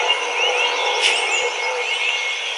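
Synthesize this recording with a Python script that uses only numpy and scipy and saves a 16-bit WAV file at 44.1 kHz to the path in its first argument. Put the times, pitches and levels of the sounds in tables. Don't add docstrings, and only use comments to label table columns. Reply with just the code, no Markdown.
import sys
import numpy as np
from scipy import signal
from scipy.fft import rfft, irfft
from scipy.io import wavfile
from scipy.ndimage import uniform_filter1d

SR = 44100
rng = np.random.default_rng(int(sys.argv[2]) if len(sys.argv) > 2 else 0)


def digitize_waveform(pressure):
    field = np.atleast_2d(pressure).T
    bounded = np.clip(field, -1, 1)
    quanta = np.round(bounded * 32767).astype(np.int16)
    wavfile.write(sys.argv[1], SR, quanta)


N = 113337
T = np.arange(N) / SR
NOTE_EDGE_S = .008

# (f/Hz, time to fall 60 dB/s)
FOREST_T60 = [(300, 0.96), (2500, 0.7), (8000, 0.69)]
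# (t/s, relative level of the low formants/dB, of the high formants/dB)
ROAR_LEVELS = [(0, -25.5, -19), (.12, -30, -28.5), (.31, -34.5, -28.5), (.48, -28.5, -27.5),
               (.75, -31, -27), (.87, -26, -27), (1.1, -30.5, -29.5), (1.25, -30.5, -27.5),
               (1.4, -29.5, -31), (1.52, -38, -30.5), (1.57, -30.5, -33), (1.64, -35.5, -30),
               (1.8, -45, -30.5), (1.87, -38, -36.5), (2.12, -42, -34), (2.42, -45.5, -43),
               (2.57, -39, -37.5)]
# (f/Hz, width/Hz, relative level/dB)
LOW_FORMANTS = [(449, 152, 0.5), (503.7, 103, 4.5)]
HIGH_FORMANTS = [(800, 330, -1.5), (942.4, 193, 1.5), (1291, 460, -8), (1520, 150, -10), (2040, 500, -10.5)]
# (t/s, factor on all formant frequencies)
MOUTH_FACTOR = [(0, 0.93), (.17, 1.054), (.5, 0.93), (.72, 1.028), (1.0, 0.97), (1.27, 0.91), (1.5, 1.015),
                (1.62, 0.98), (1.8, 0.94), (2.57, 1.045)]
# (t/s, duration/s, start f/Hz, end f/Hz, level/dB)
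HOOT_NOTES = [(.02, 0.18, 890, 1007, -33.5), (.17, .15, 324.6, 284, -50.5), (.43, 0.17, 512, 494, -25.5),
              (.468, 0.055, 817, 824, -26), (.62, .2, 306.5, 285.4, -53), (.66, 0.097, 498, 470, -30.5),
              (.81, 0.099, 824, 820, -28.5), (1.04, .17, 287, 268, -54), (1.395, 0.092, 507.5, 468, -24.5),
              (1.62, 0.14, 921, 871, -30.5), (1.665, 0.16, 518, 484.4, -26.5)]
# (t/s, level/dB)
CRICKET_LEVEL = [(0, -19.5), (.04, -42), (.11, -25), (.2, -34), (.36, -34), (.51, -27), (.54, -40),
                 (.65, -25), (.71, -40), (.74, -30.5), (.9, -28), (1.12, -30), (1.18, -40), (1.23, -27),
                 (1.4, -27), (1.45, -26.5), (1.57, -39), (1.6, -26), (1.7, -25.5), (1.74, -37),
                 (1.82, -26.5), (1.89, -41), (1.92, -23.5), (1.98, -38), (2.02, -24.5), (2.12, -32),
                 (2.16, -23.5), (2.3, -26), (2.38, -33.5), (2.57, -38)]
# (f/Hz, relative level/dB)
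WASH_SPECTRUM = [(20, -61), (70, -44), (130, -42.5), (250, -30.5), (340, -28), (440, -9), (680, -9),
                 (1200, -12), (1950, -9.5), (2350, -1.5), (2800, 1.5), (3300, -12), (3900, -14),
                 (4800, -21), (5400, -18), (5850, -10.5), (6350, -15), (7200, -27.5), (9800, -29.5),
                 (11000, -36.5)]
# (t/s, level/dB)
CHORUS_LEVEL = [(0, -32.5), (.5, -42.5), (.9, -28.5), (1.3, -31.5), (1.75, -45.5), (1.95, -30.5),
                (2.3, -29.5), (2.57, -42)]
# (f/Hz, rms level fluctuation/dB)
WASH_FLUCTUATION = [(300, 3), (1500, 2.5), (3200, 3), (5000, 4), (8000, 3.5)]
# (t/s, middle f/Hz, level/dB)
TRILL_CHIPS = [(.045, 6080, -38), (.135, 6400, -46), (.23, 5910, -36.5), (.31, 5730, -37), (.4, 5600, -35),
               (.485, 5680, -35), (.572, 5620, -35), (.668, 5820, -38), (.75, 5490, -36),
               (.843, 5300, -35.5), (.941, 5320, -31.5), (1.025, 5250, -31), (1.158, 5250, -31.5),
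               (1.265, 5390, -36.5), (1.37, 4900, -42), (1.475, 5000, -42.5), (1.595, 4780, -54),
               (1.73, 4350, -44), (1.86, 4360, -42.5), (2.01, 4140, -42), (2.152, 4180, -43)]
# (t/s, duration/s, start f/Hz, end f/Hz, level/dB)
WHISTLE_NOTES = [(.068, 0.068, 2820, 2805, -18.5), (.35, 0.15, 2224, 3007, -20.5),
                 (.52, 0.16, 2280, 2860, -22), (1.09, 0.12, 2233, 2992, -23.5),
                 (1.255, .15, 2225, 2845, -22.5), (1.82, 0.16, 2240, 3014, -25),
                 (1.985, 0.18, 2232, 2832, -23.5)]
# (t/s, duration/s, start f/Hz, end f/Hz, level/dB)
SLUR_NOTES = [(.115, 0.096, 9300, 9300, -47), (.525, 0.046, 8540, 8250, -47.5),
              (.585, 0.08, 3188, 3250, -27), (.61, 0.17, 3980, 4590, -40), (1.12, 0.054, 6430, 8360, -33),
              (1.165, 0.0504, 8500, 8860, -35), (1.925, 0.052, 8700, 8230, -44),
              (2.28, 0.15, 3300, 3474, -34), (2.44, 0.14, 3340, 3170, -29.5)]
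# (t/s, f/Hz, level/dB)
FALLING_CONTOUR = [(.725, 4000, -38), (.738, 3924, -29), (0.771, 3670, -33), (.805, 3505, -27),
                   (0.851, 3416, -32), (1.02, 3330, -41)]
# (f/Hz, relative level/dB)
RUSTLE_SPECTRUM = [(200, -58), (1400, -30), (2100, -10), (2900, -4), (4200, -22), (5500, -16.5),
                   (7200, -24.5), (10400, -25), (11200, -49)]
# (t/s, level/dB)
TICK_EVENTS = [(1.0605, -8.5), (2.0912, -5)]
# (t/s, duration/s, start f/Hz, end f/Hz, level/dB)
PEEP_NOTES = [(1.308, .1, 7400, 6520, -29), (1.497, .035, 5400, 5330, -38), (1.625, 0.036, 5080, 5130, -34)]
# (t/s, duration/s, start f/Hz, end f/Hz, level/dB)
THIN_NOTES = [(1.8, 0.22, 7370, 7310, -50), (2.03, 0.18, 7150, 7080, -51)]


def amp(db):
    return 10 ** (np.asarray(db) / 20)


def unit(x):
    return x / np.sqrt(np.mean(abs(x) ** 2) + 1e-20)


def envelope(points, column=1):
    rows = np.array(points)
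    return amp(np.interp(T, rows[:, 0], rows[:, column]))


def at_frequency(points, hz):
    f, value = np.transpose(points)
    return np.interp(np.log(hz + 1), np.log(f + 1), value)


def colour(x, spectrum):
    gain = amp(at_frequency(spectrum, np.fft.rfftfreq(N, 1 / SR)))
    return unit(irfft(rfft(x) * gain, N))


def drift(rate_hz):
    rolloff = 1 + (np.fft.rfftfreq(N, 1 / SR) / rate_hz) ** 4
    return unit(irfft(rfft(rng.standard_normal(N)) / rolloff, N))


def resonate(x, hz, width_hz):
    carrier = np.exp(2j * np.pi * np.cumsum(hz * np.ones(N)) / SR)
    pole = np.exp(-np.pi * width_hz / SR)
    baseband = signal.lfilter([(1 - pole) ** 2], [1, -2 * pole, pole * pole], x / carrier)
    return 2 * (carrier * baseband).real


def add(mix, start_s, sound):
    part = mix[max(round(start_s * SR), 0):][:len(sound)]
    part += sound[:len(part)]


def forest(x, wet_db):
    hz, t, spectra = signal.stft(rng.standard_normal(SR), SR, nperseg=256)
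    decay = amp(-60 * t / at_frequency(FOREST_T60, hz)[:, None])
    tail = signal.istft(spectra * decay, SR, nperseg=256)[1]
    echo = signal.fftconvolve(x, tail / np.linalg.norm(tail))[:N]
    return (x + amp(wet_db) * echo) / np.hypot(1, amp(wet_db))


def notes(rows, bend, crest, taper, waver, waver_hz, flutter_db):
    out, wobble, flutter = np.zeros(N), drift(waver_hz), drift(waver_hz)
    for start, length, from_hz, to_hz, db in rows:
        progress = np.arange(0, length, 1 / SR) / length
        samples = (np.arange(len(progress)) + round(start * SR)) % N
        glide = to_hz + (from_hz - to_hz) * abs(1 - progress) ** bend
        hz = glide * (1 + waver * wobble[samples])
        tone = np.sin(2 * np.pi * np.cumsum(hz) / SR) * amp(flutter_db * flutter[samples])
        swell = abs(np.sin(np.pi * progress ** crest)) ** taper
        gate = np.minimum(np.minimum(progress, 1 - progress) * length / NOTE_EDGE_S, 1)
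        add(out, start, amp(db) * unit(gate * swell * tone))
    return out


def throat(drive, formants):
    mouth = np.interp(T, *np.transpose(MOUTH_FACTOR))
    return unit(sum((-1) ** k * amp(db) * unit(resonate(drive, hz * mouth, width))
                    for k, (hz, width, db) in enumerate(formants)))


def howler_roar(growl_hz=61.83, jitter=.2, roughness=.55):
    cycles = np.cumsum(growl_hz * (1 + jitter * drift(25))) / SR
    pulses = np.diff(np.floor(cycles), prepend=0)
    rasp = np.exp(-(cycles % 1) / .62) * rng.standard_normal(N)
    drive = forest((1 - roughness) * unit(pulses) + roughness * unit(rasp), wet_db=1)
    low = throat(drive, LOW_FORMANTS) * envelope(ROAR_LEVELS, column=1)
    high = throat(drive, HIGH_FORMANTS) * envelope(ROAR_LEVELS, column=2)
    highpass = signal.butter(6, 350, "highpass", fs=SR, output="sos")
    return signal.sosfilt(highpass, amp(1) * (low + high))


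def cricket(hz=2176, direct_share=.73):
    tone = unit(np.sin(2 * np.pi * hz * T))
    scattered = unit(resonate(rng.standard_normal(N), hz, width_hz=55))
    return envelope(CRICKET_LEVEL) * unit(direct_share * tone + (1 - direct_share) * scattered)


def woodland_wash(chorus_band_hz=(2570, 3510)):
    wash = amp(-28.5) * colour(rng.standard_normal(N), WASH_SPECTRUM)
    bandpass = signal.butter(3, chorus_band_hz, "bandpass", fs=SR, output="sos")
    chorus = envelope(CHORUS_LEVEL) * unit(signal.sosfilt(bandpass, rng.standard_normal(N)))
    hz, _, spectra = signal.stft(wash + chorus, SR, nperseg=1024, noverlap=768)
    patches = uniform_filter1d(rng.standard_normal(spectra.shape), size=4, axis=0)
    patches = unit(uniform_filter1d(patches, size=8, axis=1))
    gain = amp(at_frequency(WASH_FLUCTUATION, hz)[:, None] * patches)
    return signal.istft(spectra * gain, nperseg=1024, noverlap=768)[1][:N]


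def howler_hoots():
    hoots = notes(HOOT_NOTES, bend=1, crest=1.15, taper=.45, waver=.012, waver_hz=40, flutter_db=2)
    return forest(hoots, wet_db=-10)


def bird_trill(chip_s=.029, lengthening_per_s=.55, sweep=.075):
    chips = [(s, chip_s * (1 + lengthening_per_s * s), hz * (1 - sweep), hz * (1 + sweep), db)
             for s, hz, db in TRILL_CHIPS]
    trill = notes(chips, bend=2.3, crest=.7, taper=.5, waver=.011, waver_hz=400, flutter_db=3.5)
    return forest(trill, wet_db=-6)


def bird_whistles():
    song = notes(WHISTLE_NOTES, bend=1.65, crest=1.5, taper=.4, waver=.003, waver_hz=100, flutter_db=2)
    return forest(song, wet_db=-7)


def bird_slurs():
    slurs = notes(SLUR_NOTES, bend=1.2, crest=.73, taper=.41, waver=.0174, waver_hz=290, flutter_db=3.5)
    return forest(slurs, wet_db=1)


def falling_whistle():
    times, hz, _ = np.transpose(FALLING_CONTOUR)
    pitch = np.interp(T, times, hz) * (1 + .014 * drift(250))
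    gate = np.clip(np.minimum(T - times[0], times[-1] - T) / NOTE_EDGE_S, 0, 1)
    tone = unit(np.sin(2 * np.pi * np.cumsum(pitch) / SR)) * amp(3.5 * drift(90))
    return forest(gate * envelope(FALLING_CONTOUR, column=2) * tone, wet_db=-1)


def rustle(peak_s=1.044, rise_s=.026, hold_s=.039, fall_s=.042, grain_db=1.8):
    rise = np.exp(-np.maximum(peak_s - T, 0) / rise_s)
    fall = np.exp(-np.maximum(T - peak_s - hold_s, 0) / fall_s)
    grains = rng.standard_normal(N) * amp(grain_db * drift(610))
    return amp(-16.5) * rise * fall * colour(grains, RUSTLE_SPECTRUM)


def ticks(ring_hz=2746, ring_s=.00075, snap_s=.0004):
    out, t = np.zeros(N), T[:SR // 50]
    ring = np.sin(2 * np.pi * ring_hz * t) * t / ring_s * np.exp(1 - t / ring_s)
    for start, db in TICK_EVENTS:
        snap = .17 * rng.standard_normal(len(t)) * np.exp(-t / snap_s)
        add(out, start, amp(db) * (snap + ring))
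    return signal.sosfilt(signal.butter(3, 1200, "highpass", fs=SR, output="sos"), out)


def bird_peeps():
    peeps = notes(PEEP_NOTES, bend=1.2, crest=.7, taper=.5, waver=.01, waver_hz=400, flutter_db=3)
    return forest(peeps, wet_db=-2)


def dull_click(start_s=1.425, decay_s=.00014):
    out = np.zeros(N)
    add(out, start_s, amp(-19) * np.exp(-T[:SR // 50] / decay_s))
    return out


def thin_whistles():
    thin = notes(THIN_NOTES, bend=1.2, crest=.7, taper=.6, waver=.002, waver_hz=150, flutter_db=2)
    return forest(thin, wet_db=-1)


def scene():
    howlers = howler_roar() + howler_hoots()
    birds = bird_trill() + bird_whistles() + bird_slurs()
    birds += falling_whistle() + bird_peeps() + thin_whistles()
    return (howlers + birds + cricket() + woodland_wash() + rustle() + ticks() + dull_click())[None]


def record(dry):
    lowpass = signal.firwin(511, 11100, window=("kaiser", 9), fs=SR)
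    return signal.oaconvolve(dry, lowpass[None], "same")


dry = scene()
out = record(dry)
digitize_waveform(out)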